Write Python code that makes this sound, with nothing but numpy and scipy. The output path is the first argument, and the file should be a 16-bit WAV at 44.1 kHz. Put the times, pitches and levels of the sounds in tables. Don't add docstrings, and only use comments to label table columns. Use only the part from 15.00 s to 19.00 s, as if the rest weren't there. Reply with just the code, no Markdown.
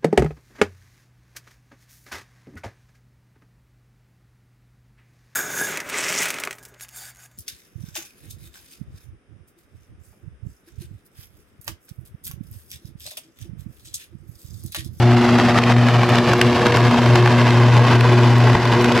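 import sys
import numpy as np
from scipy import signal
from scipy.fft import rfft, irfft
from scipy.io import wavfile
from scipy.ndimage import uniform_filter1d

SR = 44100
rng = np.random.default_rng(int(sys.argv[2]) if len(sys.argv) > 2 else 0)


def transcribe(u):
    v = np.clip(np.atleast_2d(u).T, -1, 1)
    q = np.round(v * 32767).astype(np.int16)
    wavfile.write(sys.argv[1], SR, q)


N = 176400
T = np.arange(N) / SR

# time_s, level_db
PARTIAL_1 = [(0.0, -15.5), (0.04, -12), (0.15, -13.5), (0.27, -30), (0.29, -20.5), (0.53, -22.5),
             (0.58, -17), (0.6, -22.5), (0.8, -13), (0.87, -18.5), (1.0, -13.5), (1.07, -24), (1.12, -13.5),
             (1.17, -22), (1.2, -19), (1.22, -34), (1.32, -16.5), (1.41, -29), (1.45, -14), (1.5, -23.5),
             (1.55, -37), (1.58, -25), (1.67, -26), (1.74, -19), (1.88, -13), (1.93, -28), (1.95, -44),
             (1.97, -29), (2.06, -14), (2.14, -10.5), (2.16, -18), (2.24, -12), (2.32, -16), (2.54, -16),
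             (2.56, -13), (2.8, -11), (2.9, -17), (2.94, -13.5), (3.0, -13.5), (3.53, -12.5), (3.55, -20.5),
             (3.61, -24), (3.68, -18), (3.77, -17), (3.79, -24), (3.84, -19), (3.92, -26), (3.94, -25),
             (4.0, -27)]
PARTIAL_2 = [(0.0, -28.5), (0.09, -17.5), (0.37, -14.5), (0.4, -22), (0.44, -17), (0.5, -20), (0.88, -19),
             (0.92, -28.5), (1.07, -25), (1.19, -17.5), (1.35, -29.5), (1.37, -28), (1.48, -17),
             (1.55, -22.5), (1.58, -33), (1.62, -29), (1.72, -28.5), (1.86, -26), (1.94, -14.5),
             (2.27, -34.5), (2.31, -18.5), (2.33, -18.5), (2.67, -24), (2.72, -28.5), (2.95, -22.5),
             (3.04, -28), (3.22, -22), (3.59, -24.5), (3.63, -40), (3.68, -26), (3.87, -19), (3.97, -20.5),
             (4.0, -36.5)]
PARTIAL_3 = [(0.0, -26), (0.08, -19.5), (0.35, -23), (0.8, -32), (1.02, -26), (1.36, -21), (1.67, -23.5),
             (1.71, -37), (1.83, -24.5), (1.96, -32), (2.21, -16), (2.38, -31), (2.61, -18.5),
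             (2.77, -40.5), (2.99, -23), (3.03, -37), (3.14, -17), (3.2, -23.5), (3.41, -25), (3.44, -37),
             (3.49, -21), (3.73, -28.5), (3.77, -18.5), (3.97, -24), (4.0, -35)]
PARTIAL_4 = [(0.0, -35), (0.12, -54), (0.22, -43.5), (0.36, -32), (0.39, -30.5), (1.05, -33), (1.14, -30),
             (1.22, -50), (1.26, -33), (1.6, -25.5), (1.75, -22), (1.79, -34), (2.78, -31), (2.82, -20),
             (3.0, -52), (3.05, -20), (3.19, -42.5), (3.23, -28.5), (3.29, -52), (3.8, -25.5), (4.0, -30)]
PARTIAL_TRIMS = [0.76, 0.11, -0.93, -1.5]
OVERTONES = [-35.5, -37, -41, -42.5]
# start_s, level_db
THUDS = [(1.333, -45), (3.55, -14.5)]
# start_s, level_db
TICKS = [(1.093, -17), (1.381, -22), (1.414, -8), (1.760, -23), (1.77, -17), (1.851, -25), (3.008, -22),
         (3.383, -21), (3.824, -18)]
# start_s, body_db, pitch_hz, crack_db
SNAPS = [(0.117, -15.5, 1300, -42), (0.1683, -21, 1400, -33), (0.2437, -22, 790, -31),
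         (0.3852, -10, 1000, -24), (0.4937, -17, 1900, -24), (0.544, -17, 1390, -38),
         (0.577, -17, 1500, -26), (0.586, -7, 1090, -22), (0.636, -12, 1570, -42), (0.720, -13, 1500, -27),
         (0.884, -12.5, 1490, -28), (1.032, -8, 880, -29), (1.155, -20, 1100, -20), (1.184, -13, 1800, -22),
         (1.333, -8, 840, -17.5), (1.413, -5, 1400, -12.5), (1.6656, -10.5, 1400, -18),
         (1.721, -15, 1800, -31), (1.761, -20, 1900, -22), (1.769, -12, 1410, -27),
         (1.85, -16.5, 1090, -29), (1.910, -13, 1100, -28.5), (2.060, -13, 1100, -30),
         (2.155, -10, 990, -16), (2.259, -10.5, 1200, -34), (2.274, -9.5, 1080, -28),
         (2.505, -16, 2000, -34), (3.008, -13, 1800, -31), (3.186, -16.5, 1300, -35),
         (3.5504, -7.5, 1100, -28), (3.653, -12, 1280, -35), (3.719, -23.5, 2420, -31),
         (3.810, -24, 1500, -27), (3.843, -14, 1500, -20), (3.9207, -18.5, 2350, -24),
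         (3.975, -12.5, 1690, -36)]
# frequency_hz, relative_db
CRACK_COLOUR = [(300, -17), (1500, -5), (2800, 3), (5000, -1), (7500, -10.5), (9500, -21), (12000, -18.5),
                (15000, -32)]
# time_s, level_db
CRACKLE_LEVEL = [(0.0, -21.5), (0.135, -22), (0.16, -26), (0.175, -20.5), (0.27, -17.5), (0.3, -20),
                 (0.5, -15.5), (0.53, -20.5), (0.58, -12.5), (0.6, -24), (0.71, -15.5), (0.75, -23.5),
                 (0.88, -17.5), (0.92, -22.5), (0.96, -16), (1.0, -20), (1.03, -20), (1.12, -20),
                 (1.17, -14.5), (1.2, -21), (1.32, -17), (1.36, -21), (1.41, -18.5), (1.5, -20),
                 (1.56, -17.5), (1.62, -16), (1.74, -18.5), (1.76, -14.5), (1.8, -18.5), (1.94, -18),
                 (2.11, -17.5), (2.135, -23), (2.16, -16), (2.24, -19.5), (2.27, -17.5), (2.35, -18),
                 (2.38, -16.5), (2.65, -18.5), (2.75, -18.5), (2.82, -17.5), (2.87, -15.5), (2.96, -17.5),
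                 (2.98, -20), (3.06, -18.5), (3.17, -18.5), (3.19, -18), (3.31, -19.5), (3.45, -18.5),
                 (3.48, -18), (3.55, -19), (3.59, -20), (3.65, -18.5), (3.69, -19.5), (3.74, -16),
                 (3.78, -17.5), (3.84, -17), (3.87, -21.5), (3.92, -16.5), (3.94, -22), (3.97, -15.5),
                 (4.0, -17)]
# frequency_hz, relative_db
CRACKLE_COLOUR = [(25, -16.5), (50, -14.5), (90, -3), (160, 1.5), (300, 2.5), (430, -1), (540, -6),
                  (700, 0.5), (1100, -2), (1380, -7), (1700, -5.5), (2200, -9.5), (2850, -10),
                  (3300, -13.5), (4000, -16.5), (4900, -18.5), (6000, -24.5), (7500, -30.5), (9200, -37.5),
                  (10800, -37.5), (13000, -43.5), (15000, -52)]
# time_s, gain_db
CRACKLE_TREBLE = [(0, -0.5), (.27, -1), (.34, -1), (1.1, -1.5), (1.47, 0), (1.6, -2), (2.05, -1),
                  (2.3, -1.5), (2.95, -2), (3.1, -2), (3.27, 0), (3.35, -2), (4, -1.5)]
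# time_s, lag_s
GROUND_LAG = [(0, 0.0014), (.3, 0.0015), (.7, .0016), (1.5, 0.0018), (2.0, .0019), (2.5, 0.00191),
              (3.1, 0.002), (4, 0.002)]
# frequency_hz, side_gain_db
STEREO_WIDTH = [(30, -26), (100, -7), (400, -44), (800, -77), (1500, -69), (2400, -30), (3100, -13.5),
                (4000, -7.5), (5200, -6), (6500, -5), (9000, -15), (15000, -26)]

REIGNITION_HZ = 120
SNAP_GAIN_DB = -3


def from_db(db):
    return 10 ** (np.asarray(db) / 20)


def unit_rms(x):
    return x / np.sqrt(np.mean(x ** 2) + 1e-20)


def curve(rows):
    return np.interp(T, *np.transpose(rows))


def drift(rate_hz):
    step, settle = 20, 4000
    pole = np.exp(-2 * np.pi * rate_hz * step / SR)
    noise = rng.standard_normal(N // step + settle + 2)
    slow = signal.lfilter([1], [1, -2 * pole, pole * pole], noise)[settle:]
    return np.interp(np.arange(N) / step, np.arange(len(slow)), unit_rms(slow))


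def delayed(x, lag_s):
    return np.interp(T - lag_s, T, x)


def butter(x, hz, kind, order=2):
    return signal.sosfilt(signal.butter(order, hz, kind, fs=SR, output="sos"), x)


def colour(x, points, keep_power=True, size=4096):
    hz, db = np.transpose(points)
    bin_hz = np.arange(size // 2 + 1) * SR / size
    gain = from_db(np.interp(np.log(bin_hz + 1), np.log(hz), db))
    cepstrum = irfft(np.log(gain))
    cepstrum[1:size // 2] *= 2
    cepstrum[size // 2 + 1:] = 0
    response = irfft(np.exp(rfft(cepstrum)))
    return signal.fftconvolve(x, response / (np.linalg.norm(response) if keep_power else 1))[:N]


def hum(jitter_s=.00006, wander_hz=0.699, wander_at_db=-22):
    cycle = 2 * np.pi * REIGNITION_HZ * (T + jitter_s * drift(25))
    out = 0
    for k, (rows, trim_db) in enumerate(zip((PARTIAL_1, PARTIAL_2, PARTIAL_3, PARTIAL_4), PARTIAL_TRIMS), 1):
        level_db = curve(rows)
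        waver = from_db(np.minimum(wander_at_db - level_db, 20))
        detune_hz = wander_hz * drift(2.56) * waver
        phase = 2 * np.pi * np.cumsum(detune_hz) / SR + rng.uniform(0, 2 * np.pi)
        out += np.sqrt(2) * from_db(level_db + trim_db) * np.cos(k * cycle + phase)
    for k, db in enumerate(OVERTONES, 5):
        out += from_db(db) * (drift(6.6) * np.cos(k * cycle) + drift(6.6) * np.sin(k * cycle))
    return out


def thuds(rise_s=0.0092, band_hz=(45.6, 129)):
    envelope = 0
    for start_s, db in THUDS:
        age = np.maximum(T - start_s, 0) / rise_s
        envelope += from_db(db) * age * np.exp(1 - age)
    return envelope * unit_rms(butter(rng.standard_normal(N), band_hz, "band"))


def ticks(decay_s=0.0011, centre_hz=5500, gain_db=0.5):
    envelope = 0
    for start_s, db in TICKS:
        age = np.clip((T - start_s) / decay_s, 0, 30)
        envelope += from_db(db + gain_db) * (T >= start_s) * np.exp(-age)
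    bursts = butter(envelope * rng.standard_normal(N), centre_hz, "high")
    return butter(bursts, centre_hz, "low", order=1)


def snaps(rise_s=.0007, hold_s=.003, decay_s=.0015, band_ratio=1.7):
    out, t = np.zeros(N + SR), T[:SR // 20]
    envelope = np.minimum(t / rise_s, 1) * np.exp(-np.maximum(t - hold_s, 0) / decay_s)
    for start_s, body_db, pitch_hz, crack_db in SNAPS:
        body_shocks, crack_shocks = envelope * rng.standard_normal((2, len(t)))
        body = unit_rms(butter(body_shocks, [pitch_hz / band_ratio, pitch_hz * band_ratio], "band"))
        crack = unit_rms(colour(crack_shocks, CRACK_COLOUR)[:len(t)])
        start = int(start_s * SR)
        out[start:start + len(t)] += from_db(body_db) * body + from_db(crack_db) * crack
    return out[:N] * from_db(SNAP_GAIN_DB) * np.sqrt(np.mean(envelope ** 2))


def spits(decay_s=0.0011, jitter_s=.0013):
    count = int(N / SR * REIGNITION_HZ)
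    start_s = np.arange(count) / REIGNITION_HZ + jitter_s * rng.standard_normal(count)
    starts = np.clip((start_s * SR).astype(int), 0, N - 1)
    kicks = np.zeros(N)
    kicks[starts] = np.minimum(rng.exponential(1, count), 2)
    return signal.lfilter([1], [1, -np.exp(-1 / (decay_s * SR))], kicks + 1e-18)


def crackle(shocks_per_s=5000, spit_gain=0.69, surge_db=1.59, flutter_hz=33.5,
            repeat_gain=0.23, repeat_jitter_s=0.00012, ground_gain=0.29, treble_hz=2360):
    fires = rng.random(N) < shocks_per_s / SR
    strengths = fires * from_db(np.minimum(rng.exponential(1, N), 4))
    surges = (1 + spit_gain * spits()) * from_db(surge_db * drift(flutter_hz))
    repeat_s = 1 / REIGNITION_HZ + repeat_jitter_s * drift(flutter_hz)
    level, treble_gain = from_db(curve(CRACKLE_LEVEL)), from_db(curve(CRACKLE_TREBLE))
    paths = []
    for shocks in strengths * rng.choice([-1, 1], (2, N)):
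        at_arc = (shocks + repeat_gain * delayed(shocks, repeat_s)) * surges
        bounce = ground_gain * delayed(at_arc, curve(GROUND_LAG))
        at_mic = unit_rms(colour(at_arc + bounce, CRACKLE_COLOUR))
        low = butter(at_mic, treble_hz, "low", order=3)
        treble = butter(at_mic, treble_hz, "high", order=3)
        paths.append(level * (low + treble_gain * treble))
    return paths


def scene(port_band_hz=(3820, 6240), port_db=-15.5, port_lag_s=0.00016, bass_hz=305, left_bass_db=0.81):
    direct, scattered = crackle()
    mid = hum() + direct + snaps() + ticks() + thuds()
    side = colour(scattered + snaps(), STEREO_WIDTH, keep_power=False)
    side += from_db(port_db) * delayed(butter(mid, port_band_hz, "band"), port_lag_s)
    bass = butter(mid, bass_hz, "low")
    bass = butter(bass[::-1], bass_hz, "low")[::-1]
    side += (from_db(left_bass_db) - 1) * bass
    return np.array([mid + side, mid - side])


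def record(dry, limit_db=-5, sense_s=.004, attack_s=.003, release_db_per_s=110,
           ceiling=1.15, cutoff_hz=15300):
    power = uniform_filter1d(np.mean(dry ** 2, axis=0), int(sense_s * SR))
    over_db = np.maximum(10 * np.log10(np.abs(power) + 1e-12) - limit_db, 0)
    release_db = release_db_per_s * T
    held_db = np.maximum.accumulate(over_db + release_db) - release_db
    pole = np.exp(-1 / (attack_s * SR))
    reduction_db = signal.lfilter([1 - pole], [1, -pole], held_db)
    rounded = ceiling * np.tanh(dry * from_db(-reduction_db) / ceiling)
    return signal.sosfilt(signal.ellip(10, .1, 80, cutoff_hz, fs=SR, output="sos"), rounded)


dry = scene()
out = record(dry)
transcribe(out)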